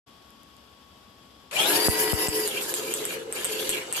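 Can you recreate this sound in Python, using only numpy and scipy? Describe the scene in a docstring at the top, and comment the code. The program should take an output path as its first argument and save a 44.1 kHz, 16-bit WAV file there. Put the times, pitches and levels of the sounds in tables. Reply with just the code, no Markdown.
"""A toy drift car on a tiled kitchen floor, heard on a pair of microphones with walls close by.
It waits on the left, electronics whining faintly, then spins its wheels and slides towards the
middle in bursts of throttle. Gears whine and rattle, the plastic shell drones and hard tyres hiss
on the tiles. An igniter in its exhaust snaps now and then; three times the gas catches with a pop."""
import sys
import numpy as np
from scipy import signal
from scipy.fft import rfft, irfft
from scipy.io import wavfile
from scipy.ndimage import uniform_filter1d

SR = 44100
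rng = np.random.default_rng(int(sys.argv[2]) if len(sys.argv) > 2 else 0)


def transcribe(signal):
    """Save signal, clipped to [-1, 1], as a 16-bit WAV file at the path in sys.argv[1]."""
    frames = np.atleast_2d(signal).T
    limited = np.clip(frames, -1, 1)
    pcm = np.round(limited * 32767).astype(np.int16)
    wavfile.write(sys.argv[1], SR, pcm)


N = 176400
T = np.arange(N) / SR
START_S, GRIP_S, GRIP_TAKES_S = 1.510, 2.542, 0.25
FULL_MESH_HZ = 4450

# faders of the car's layers (t/s, shell drone/dB, chassis rattle/dB, gears/dB, tyre hiss/dB)
LEVELS = [(1.46, -67, -58, -56, -70), (1.5, -73, -43.5, -52, -44), (1.54, -44, -35, -33.5, -36.5),
          (1.595, -34.5, -27.5, -25.5, -25.5), (1.65, -30.5, -27.5, -26.5, -28),
          (1.7, -30, -26.5, -28, -25.5), (1.86, -27.5, -30, -30, -22.5), (1.97, -31, -31.5, -33.5, -25),
          (2.22, -31, -32, -31.5, -25.5), (2.42, -31.5, -39.5, -37, -29.5),
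          (2.57, -35.5, -36, -34.5, -34.5), (2.67, -36.5, -35.5, -40, -31), (2.82, -35, -36, -40, -36.5),
          (3.0, -33.5, -36.5, -38.5, -35), (3.13, -34.5, -36.5, -38.5, -36.5),
          (3.22, -35.5, -47, -43.5, -62), (3.29, -38.5, -45.5, -51.5, -60),
          (3.36, -36.5, -34.5, -37.5, -32.5), (3.58, -34, -37.5, -36, -35), (3.75, -33.5, -35, -32, -34),
          (3.83, -43, -37, -39, -52), (3.9, -37.5, -45, -43, -73), (3.97, -43.5, -30, -31, -26.5),
          (4.0, -33, -40, -38, -39)]
# spectrum of knocking gear teeth (f/Hz, level/dB)
TEETH_SPECTRUM = [(30, -38), (150, -4), (1200, -13.5), (2150, -1), (2400, -0.5), (2550, 3), (2800, 6),
                  (3000, 5), (3350, 1.5), (3800, 1.5), (4250, 1), (4600, -2.5), (5700, -4.5), (6800, -3.5),
                  (8000, -1), (9000, -9), (13000, -9)]


def amp(db):
    """Decibels to gain."""
    return 10 ** (np.asarray(db) / 20)


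def unit(x):
    """Scales to rms 1."""
    return x / np.sqrt(np.mean(x ** 2) + 1e-20)


def curve(table, axis=1):
    """One column of a time table, at every sample."""
    rows = np.array(table)
    return np.interp(T, rows[:, 0], rows[:, axis])


def read(points, hz):
    """Reads a table on a log-frequency axis."""
    f, value = np.transpose(points)
    return np.interp(np.log(hz + 1), np.log(f + 1), value)


def add(mix, s, sound):
    """Mixes a sound in at a time."""
    part = mix[..., round(s * SR):][..., :sound.shape[-1]]
    part += sound[..., :part.shape[-1]]


def wander(hz):
    """Random drift up to a rate, rms 1."""
    f = np.fft.rfftfreq(N, 1 / SR)
    return unit(irfft(rfft(rng.standard_normal(N)) / (1 + (f / hz) ** 4), N))


def tone(hz):
    """A sine of rms 1 that follows a pitch curve."""
    return np.sqrt(2) * np.sin(2 * np.pi * (np.cumsum(hz) / SR + rng.random()))


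def wavering(hz, waver, waver_hz, flutter, flutter_hz):
    """A tone whose pitch wavers and whose level flutters."""
    return tone(hz * (1 + waver * wander(waver_hz))) * (1 + flutter * wander(flutter_hz))


def sides(db):
    """Microphone gains for a left-minus-right level."""
    return amp(np.array([[.5], [-.5]]) * db)


def coloured(pair, spectrum):
    """Gives two independent noises a spectrum and the likeness of the two microphones."""
    # likeness of left and right (f/Hz, correlation)
    likeness = [(60, 1), (150, 0.77), (280, 1), (600, 0.25), (1300, 0), (2900, 0.22), (6000, 0)]
    f = np.fft.rfftfreq(N, 1 / SR)
    left, other = rfft(pair)
    same = np.clip(read(likeness, f), -1, 1)
    right = same * left + np.sqrt(1 - same ** 2) * other
    return unit(irfft(np.array([left, right]) * amp(read(spectrum, f)), N))


def grit(per_s, spread_db, share):
    """Tiny knocks of uneven size in a wash of noise, for two microphones."""
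    knocks = (rng.random(N) < per_s / SR) * amp(spread_db * np.minimum(rng.exponential(1, N), 2))
    return share * unit(knocks * rng.choice([-1, 1], (2, N))) + rng.standard_normal((2, N))


def patchy(x, patch_hz=260, patch_s=.045, patch_db=3.4, ripple_db=2.6):
    """Many small resonances ripple the spectrum, and their strength shifts as the car moves."""
    hz, t, z = signal.stft(x, SR, nperseg=1024, noverlap=768)
    bins, frames = round(patch_hz / hz[1]), round(patch_s / t[1])
    patches = uniform_filter1d(rng.standard_normal(z.shape[1:]), bins, 0)
    patches = unit(uniform_filter1d(patches, frames, 1))
    ripple = unit(uniform_filter1d(rng.standard_normal(len(hz)), size=3))[:, None]
    depth = np.clip(hz / 2000, .3, 1)[:, None]
    z *= amp(depth * (patch_db * patches + ripple_db * ripple))
    return unit(signal.istft(z, SR, nperseg=1024, noverlap=768)[1][:, :N])


def room(x, length=26000):
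    """The kitchen's tail: sparse reflections, each band dying at its own speed."""
    # reverberation time (f/Hz, t60/s)
    decay = [(200, 0.11), (2000, 0.11), (8000, 0.2), (13000, 0.024)]
    taps = rng.standard_normal((2, length)) * (rng.random((2, length)) < .08) * (np.arange(length) > 120)
    hz, t, z = signal.stft(taps, SR, nperseg=256)
    tail = signal.istft(z * amp(-60 * t / read(decay, hz)[:, None]), SR, nperseg=256)[1]
    return signal.fftconvolve(np.atleast_2d(x), tail / np.linalg.norm(tail[0]), axes=1)[:, :N]


def grip():
    """0 while the wheels spin on the spot, 1 once the car is under way."""
    return np.clip((T - GRIP_S) / GRIP_TAKES_S + .5, 0, 1)


def by_grip(spinning, rolling):
    """Equal-power crossfade as the tyres grip."""
    return np.sqrt(1 - grip()) * spinning + np.sqrt(grip()) * rolling


def air_and_electronics(air_db=-54.5, pan_db=5, from_s=0.0615):
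    """Room air throughout, and the electronics' thin whine until the car starts; both to the left."""
    # whine of the waiting electronics (f/Hz, level/dB)
    idle_tones = [(1116, -63.5), (3348, -71.5)]
    # room tone (f/Hz, level/dB)
    air_spectrum = [(25, -42), (45, -14), (62, -0.5), (90, -5), (160, -7), (230, -1.5), (330, -8),
                    (600, -8.5), (1150, -11), (1600, -14.5), (2200, -19), (2700, -14), (3300, -11),
                    (4200, -18.5), (5000, -14.5), (6200, -24.5), (8000, -23.5), (9700, -31), (12000, -20.5),
                    (13000, -36)]
    whine = sum(amp(db) * tone(hz * (1 + 0.0024 * wander(10.5))) for hz, db in idle_tones)
    air = coloured(rng.standard_normal((2, N)), air_spectrum) * amp(air_db + .5 * wander(26))
    fade_in = np.clip((T - from_s) / 0.014, 0, 1)
    return (air + whine * (T < START_S)) * sides(pan_db) * fade_in


def ticks(decay_s=0.00043, room_db=-10):
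    """Faint ticks while the car waits, each a tiny burst of noise."""
    # ticks (t/s, level/dB)
    events = [(.263, -42), (.3054, -38), (.4331, -38), (.5668, -38)]
    out, t = np.zeros((2, N)), np.arange(100) / SR
    for s, db in events:
        add(out, s, amp(db) * rng.standard_normal((2, len(t))) * np.exp(-t / decay_s))
    return out + amp(room_db) * room(out)


def start_knock(db=-32.5, decay_s=0.0065):
    """The gears take up their slack as the motor starts."""
    age = np.maximum(T - START_S, 0)
    return amp(db) * coloured(rng.standard_normal((2, N)), TEETH_SPECTRUM) * np.exp(-age / decay_s)


def gearbox(x, launch_db=2):
    """The gearbox rings in its narrow modes, harder under the load of the launch."""
    # gearbox modes (f/Hz, width/Hz, gain/dB)
    modes = [(2373, 65, 4), (2773, 70, -1), (3177, 53, 0.5), (3396, 29, 2.5), (3740, 35, -3),
             (4670, 20, 3.5), (4990, 49.6, -25)]
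    ring = sum(amp(db) * signal.lfilter(*signal.iirpeak(hz, hz / width, fs=SR), x)
               for hz, width, db in modes)
    return ring * amp(launch_db * (1 - grip()))


def gears(mesh, jitter=0.01385, whine_grip_db=-12, beat_ratio=0.0097):
    """Meshing teeth whine at full speed and rasp, lighting up each gearbox mode as they sweep past."""
    # partials of the whine (multiple of the mesh rate, relative level/dB)
    partials = [(.4, -8), (1, -11.5), (1.998, -14)]
    level = amp(curve(LEVELS, axis=3))
    shaky = mesh * (1 + jitter * wander(86))
    whine = sum(amp(db + 2.1 * wander(17)) * tone(k * shaky) for k, db in partials)
    whine *= level * amp(whine_grip_db * grip()) * np.minimum(mesh / FULL_MESH_HZ, 1) ** 3
    # a band of noise round the mesh rate, twice as wide once rolling
    rasp = np.array([tone(mesh) * by_grip(wander(260), wander(520)) for _ in range(2)])
    rasp *= amp(3 * wander(20.8))
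    rattle = patchy(coloured(grit(per_s=900, spread_db=2.5, share=.9), TEETH_SPECTRUM))
    whirr = amp(-9) * rasp + amp(-1) * rattle + gearbox(rasp + amp(-5) * rattle)
    beat = 1 + 0.115 * tone(mesh * beat_ratio)
    return 0.88 * whine + 0.45 * room(whine) + level * whirr * beat


def shell(drive_hz, mesh, hum_from_hz=3440, note_db=-6.5):
    """The plastic body drones; the drive train hums in it at full spin, and it sings once rolling."""
    # drive train hum (multiple of drive_hz, relative level/dB)
    hum_tones = [(0.0644, -10), (0.0766, -13.5), (.0884, -2.5), (0.104, -26)]
    # resonances of the shell (f/Hz, level/dB)
    spectrum = [(40, -47), (120, -15), (230, -8.5), (300, -6), (355, 5.5), (395, -1.5), (435, 3),
                (480, -3.5), (520, 7), (600, -15), (900, -31), (2000, -58)]
    # its main resonance shifts as the car rolls and steers (t/s, f/Hz)
    rolling_note = [(2.55, 412), (2.8, 425), (2.9, 450), (3.07, 424.6), (3.23, 455), (3.42, 446),
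                    (3.72, 420), (4.0, 440)]
    full_spin = np.clip((mesh - hum_from_hz) / (FULL_MESH_HZ - hum_from_hz), 0, 1) * (grip() < 1)
    hum = sum(amp(db) * wavering(k * drive_hz, 0.0099, 28, 0.32, 12) for k, db in hum_tones)
    drone = coloured(grit(per_s=160, spread_db=-5.5, share=0.2), spectrum) * amp(-3 - 3 * full_spin)
    note = amp(note_db) * wavering(curve(rolling_note), 0.0099, 29.6, 0.74, 25)
    return (drone + grip() * note + full_spin * hum) * amp(curve(LEVELS))


def chassis(drive_hz, trim_db=-4):
    """The chassis rattles, and the drive train growls in it while the wheels spin."""
    # drive train growl (multiple of drive_hz, level/dB re the rattle)
    growl_tones = [(.1535, -10.5), (.192, -6), (.2125, -11)]
    # colour of the rattle (f/Hz, level/dB)
    spectrum = [(300, -35.5), (600, 5), (750, 2), (950, 4.5), (1250, 1.5), (1650, 2.5), (1950, -2),
                (2300, -3.5), (4000, -21)]
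    growl = sum(amp(db) * wavering(k * drive_hz, 0.0118, 42, 0.26, 28) for k, db in growl_tones)
    rattle = patchy(coloured(grit(per_s=330, spread_db=2.0, share=0.85), spectrum))
    return (rattle + (1 - grip()) * growl) * amp(trim_db + curve(LEVELS, axis=2))


def tyres(trim_db=1.5, flutter_db=2.5):
    """Hard tyres scrape the tiles with a hiss that changes colour once they grip."""
    # hiss of spinning tyres (f/Hz, level/dB)
    spin_spectrum = [(30, -20), (150, -5), (2500, -6.5), (4300, -20), (4900, -2.5), (5500, 0.5),
                     (6000, -17), (6800, -1.5), (8800, -8), (9700, 4), (10400, 2.5), (11000, 3), (13000, 2)]
    # hiss of rolling tyres (f/Hz, level/dB)
    roll_spectrum = [(30, -28), (150, -4), (2500, -8), (4500, 10), (5800, 3), (7000, 11.5), (8100, 4),
                     (9000, 12), (10200, 6.5), (11800, 12.5), (13000, 12.5)]
    spinning = patchy(coloured(grit(per_s=1200, spread_db=-1, share=0.49), spin_spectrum))
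    rolling = patchy(coloured(grit(per_s=520, spread_db=-5.5, share=0.48), roll_spectrum)) * amp(0.5)
    return by_grip(spinning, rolling) * amp(trim_db + curve(LEVELS, axis=4) + flutter_db * wander(21))


def thump(age, hz, end_share=.45, fall_periods=.8, decay_periods=2.4):
    """A low thump after the pop that falls in pitch as it dies away."""
    periods = age * hz
    turns = end_share * periods + (1 - end_share) * fall_periods * (1 - np.exp(-periods / fall_periods))
    envelope = (1 - np.exp(-age / 0.00057)) * np.exp(-(periods / decay_periods) ** 2)
    return -np.cos(2 * np.pi * turns - .7) * envelope


def gas_pops(pops, push_s=.0006, boom_hz=236, boom_s=0.024, room_db=-17):
    """Gas catches: a push of air, a short low ringing boom, a thump that differs at each microphone."""
    out, t = np.zeros((2, N)), np.arange(4000) / SR
    push = np.sin(np.pi * np.minimum(t / push_s, 1))
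    recoil = .3 * np.sin(np.pi * np.clip((t / push_s - 1) / 2, 0, 1))
    boom = amp(-22) * np.sin(2 * np.pi * boom_hz * t) * np.exp(-t / boom_s)
    after = np.maximum(t - push_s, 0)
    for s, push_db, pan_db, left_db, left_hz, right_db, right_hz in pops:
        thumps = np.array([amp(left_db) * thump(after, left_hz), amp(right_db) * thump(after, right_hz)])
        add(out, s, amp(push_db) * sides(pan_db) * (push - recoil + boom) + thumps)
    out = signal.lfilter(*signal.butter(2, 40, 'high', fs=SR), out)
    return out + amp(room_db) * room(out)


def spark(hz, crack_db, decay_s=.0005, jolt_hz=2600):
    """A spark: a first jolt of air, a bright crack and a ring of a few cycles."""
    t = np.arange(400) / SR
    noise = rng.standard_normal((2, len(t)))
    crack = signal.lfilter(*signal.butter(3, 6000, 'high', fs=SR), noise) + .45 * noise
    ring = np.sin(2 * np.pi * hz * rng.uniform(0.963, 1.03) * t + rng.uniform(0, 2 * np.pi, (2, 1)))
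    envelope = (1 - np.exp(-t / 0.0004)) * np.exp(-t / decay_s)
    jolt = .6 * np.exp(-t / .00016) * np.sin(2 * np.pi * jolt_hz * t)
    return (ring + amp(crack_db) * crack) * envelope / envelope.max() + jolt


def igniter(snaps, room_db=-10):
    """Sparks snap in the exhaust and come back off the near walls."""
    # wall reflections (delay/s, level/dB)
    echoes = [(.0028, -16), (.0058, -10), (.0102, -11), (.0135, -13), (.0225, -15)]
    # the echoes grow as the car nears the counter (t/s, gain/dB)
    echo_gain = [(3.05, 0), (3.3, 3.5)]
    out = np.zeros((2, N))
    for s, db, hz, crack_db in snaps:
        add(out, s, spark(hz, crack_db) * amp(db))
        near_db = np.interp(s, *np.transpose(echo_gain))
        for delay, echo_db in echoes:
            arrival = s + delay * rng.uniform(0.98, 1.0)
            add(out, arrival, spark(hz, crack_db) * amp(db + echo_db + near_db))
    return out + amp(room_db) * room(out)


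def dips(events, depth_db, lead_s=0.0069, length_s=0.046):
    """A gain that dips briefly around each event."""
    ages = [T - s + lead_s for s, *_ in events]
    shapes = [np.clip(age / 0.0023, 0, 1) * np.exp(-(age / length_s) ** 2) for age in ages]
    return amp(-depth_db * np.max(shapes, 0))


def scene(left_lag_s=.0001):
    """The car, its exhaust and the kitchen; the left microphone hears the car a little later."""
    # motor speed as the gears' mesh rate (t/s, f/Hz)
    speed = [(1.49, 509), (1.55, 2020), (1.595, 3202), (1.65, 3500), (1.69, 4079), (1.78, 4630),
             (1.87, 4848), (2.0, 4910), (2.45, 4913), (2.5, 3400), (2.56, 2598), (2.62, 3354), (2.69, 4570),
             (2.78, 3360), (2.84, 2488), (2.92, 2783), (3.01, 3800), (3.09, 2870), (3.14, 2252),
             (3.29, 600), (3.35, 2345), (3.43, 3523), (3.52, 2835), (3.6, 3210), (3.66, 4450), (3.72, 3210),
             (3.76, 2480), (3.82, 2085), (3.91, 703), (3.94, 2535), (4.0, 3520)]
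    # the car moves from the left towards the middle (t/s, left minus right/dB)
    path = [(1.5, 5.5), (2.1, 3.5), (2.6, 0.5), (4, 1)]
    # gas pops (t/s, push/dB, its pan/dB, left thump level/dB, f/Hz, right thump level/dB, f/Hz)
    pops = [(1.8840, -9.5, 2, -18.5, 294, -14.5, 166), (2.1319, -19, 18.5, -15.5, 160, -27, 300),
            (2.283, -22.5, 11, -23.5, 169, -23, 263)]
    # igniter snaps, the row at 3.4513 s being a strong wall echo of the snap just before it (t/s, level/dB,
    # ring f/Hz, crack/dB re the ring)
    snaps = [(1.8900, -16, 8150, -14), (2.1384, -21, 8100, -10), (2.2844, -16, 8100, -9),
             (2.29, -21, 8000, -3), (2.4763, -12.5, 9000, -4), (2.6228, -17.5, 8060, -6),
             (2.7403, -11.5, 7850, -3), (2.9391, -13.5, 8120, 0), (3.0530, -16, 7980, -1),
             (3.3254, -17.5, 8430, -5), (3.4455, -15, 8270, 0), (3.4513, -15.5, 8300, -8),
             (3.6928, -11, 8000, -2), (3.7027, -17, 8250, -6), (3.9262, -13.5, 8340, -6)]
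    mesh, pan = curve(speed), curve(path)
    drive_hz = mesh.max() * (mesh / mesh.max()) ** .45  # hum and growl sag less than the mesh rate
    body = gears(mesh) + shell(drive_hz, mesh) + chassis(drive_hz) + start_knock()
    car = body * sides(pan) + tyres() * sides(0.25 * pan)
    car *= np.minimum(dips(pops, depth_db=10.5), dips(snaps, depth_db=4))
    left, right = car * np.clip((T - START_S) / 0.003, 0, 1)
    left = np.pad(left, (round(left_lag_s * SR), 0))[:N]
    return np.array([left, right]) + igniter(snaps) + ticks() + gas_pops(pops) + air_and_electronics()


def record(dry, edge_hz=13120):
    """The recorder's band limit: a steep low-pass on both microphones."""
    lowpass = signal.firwin(801, edge_hz, window=("kaiser", 8), fs=SR)
    return signal.oaconvolve(dry, lowpass[None], "same")


dry = scene()
out = record(dry)
transcribe(out)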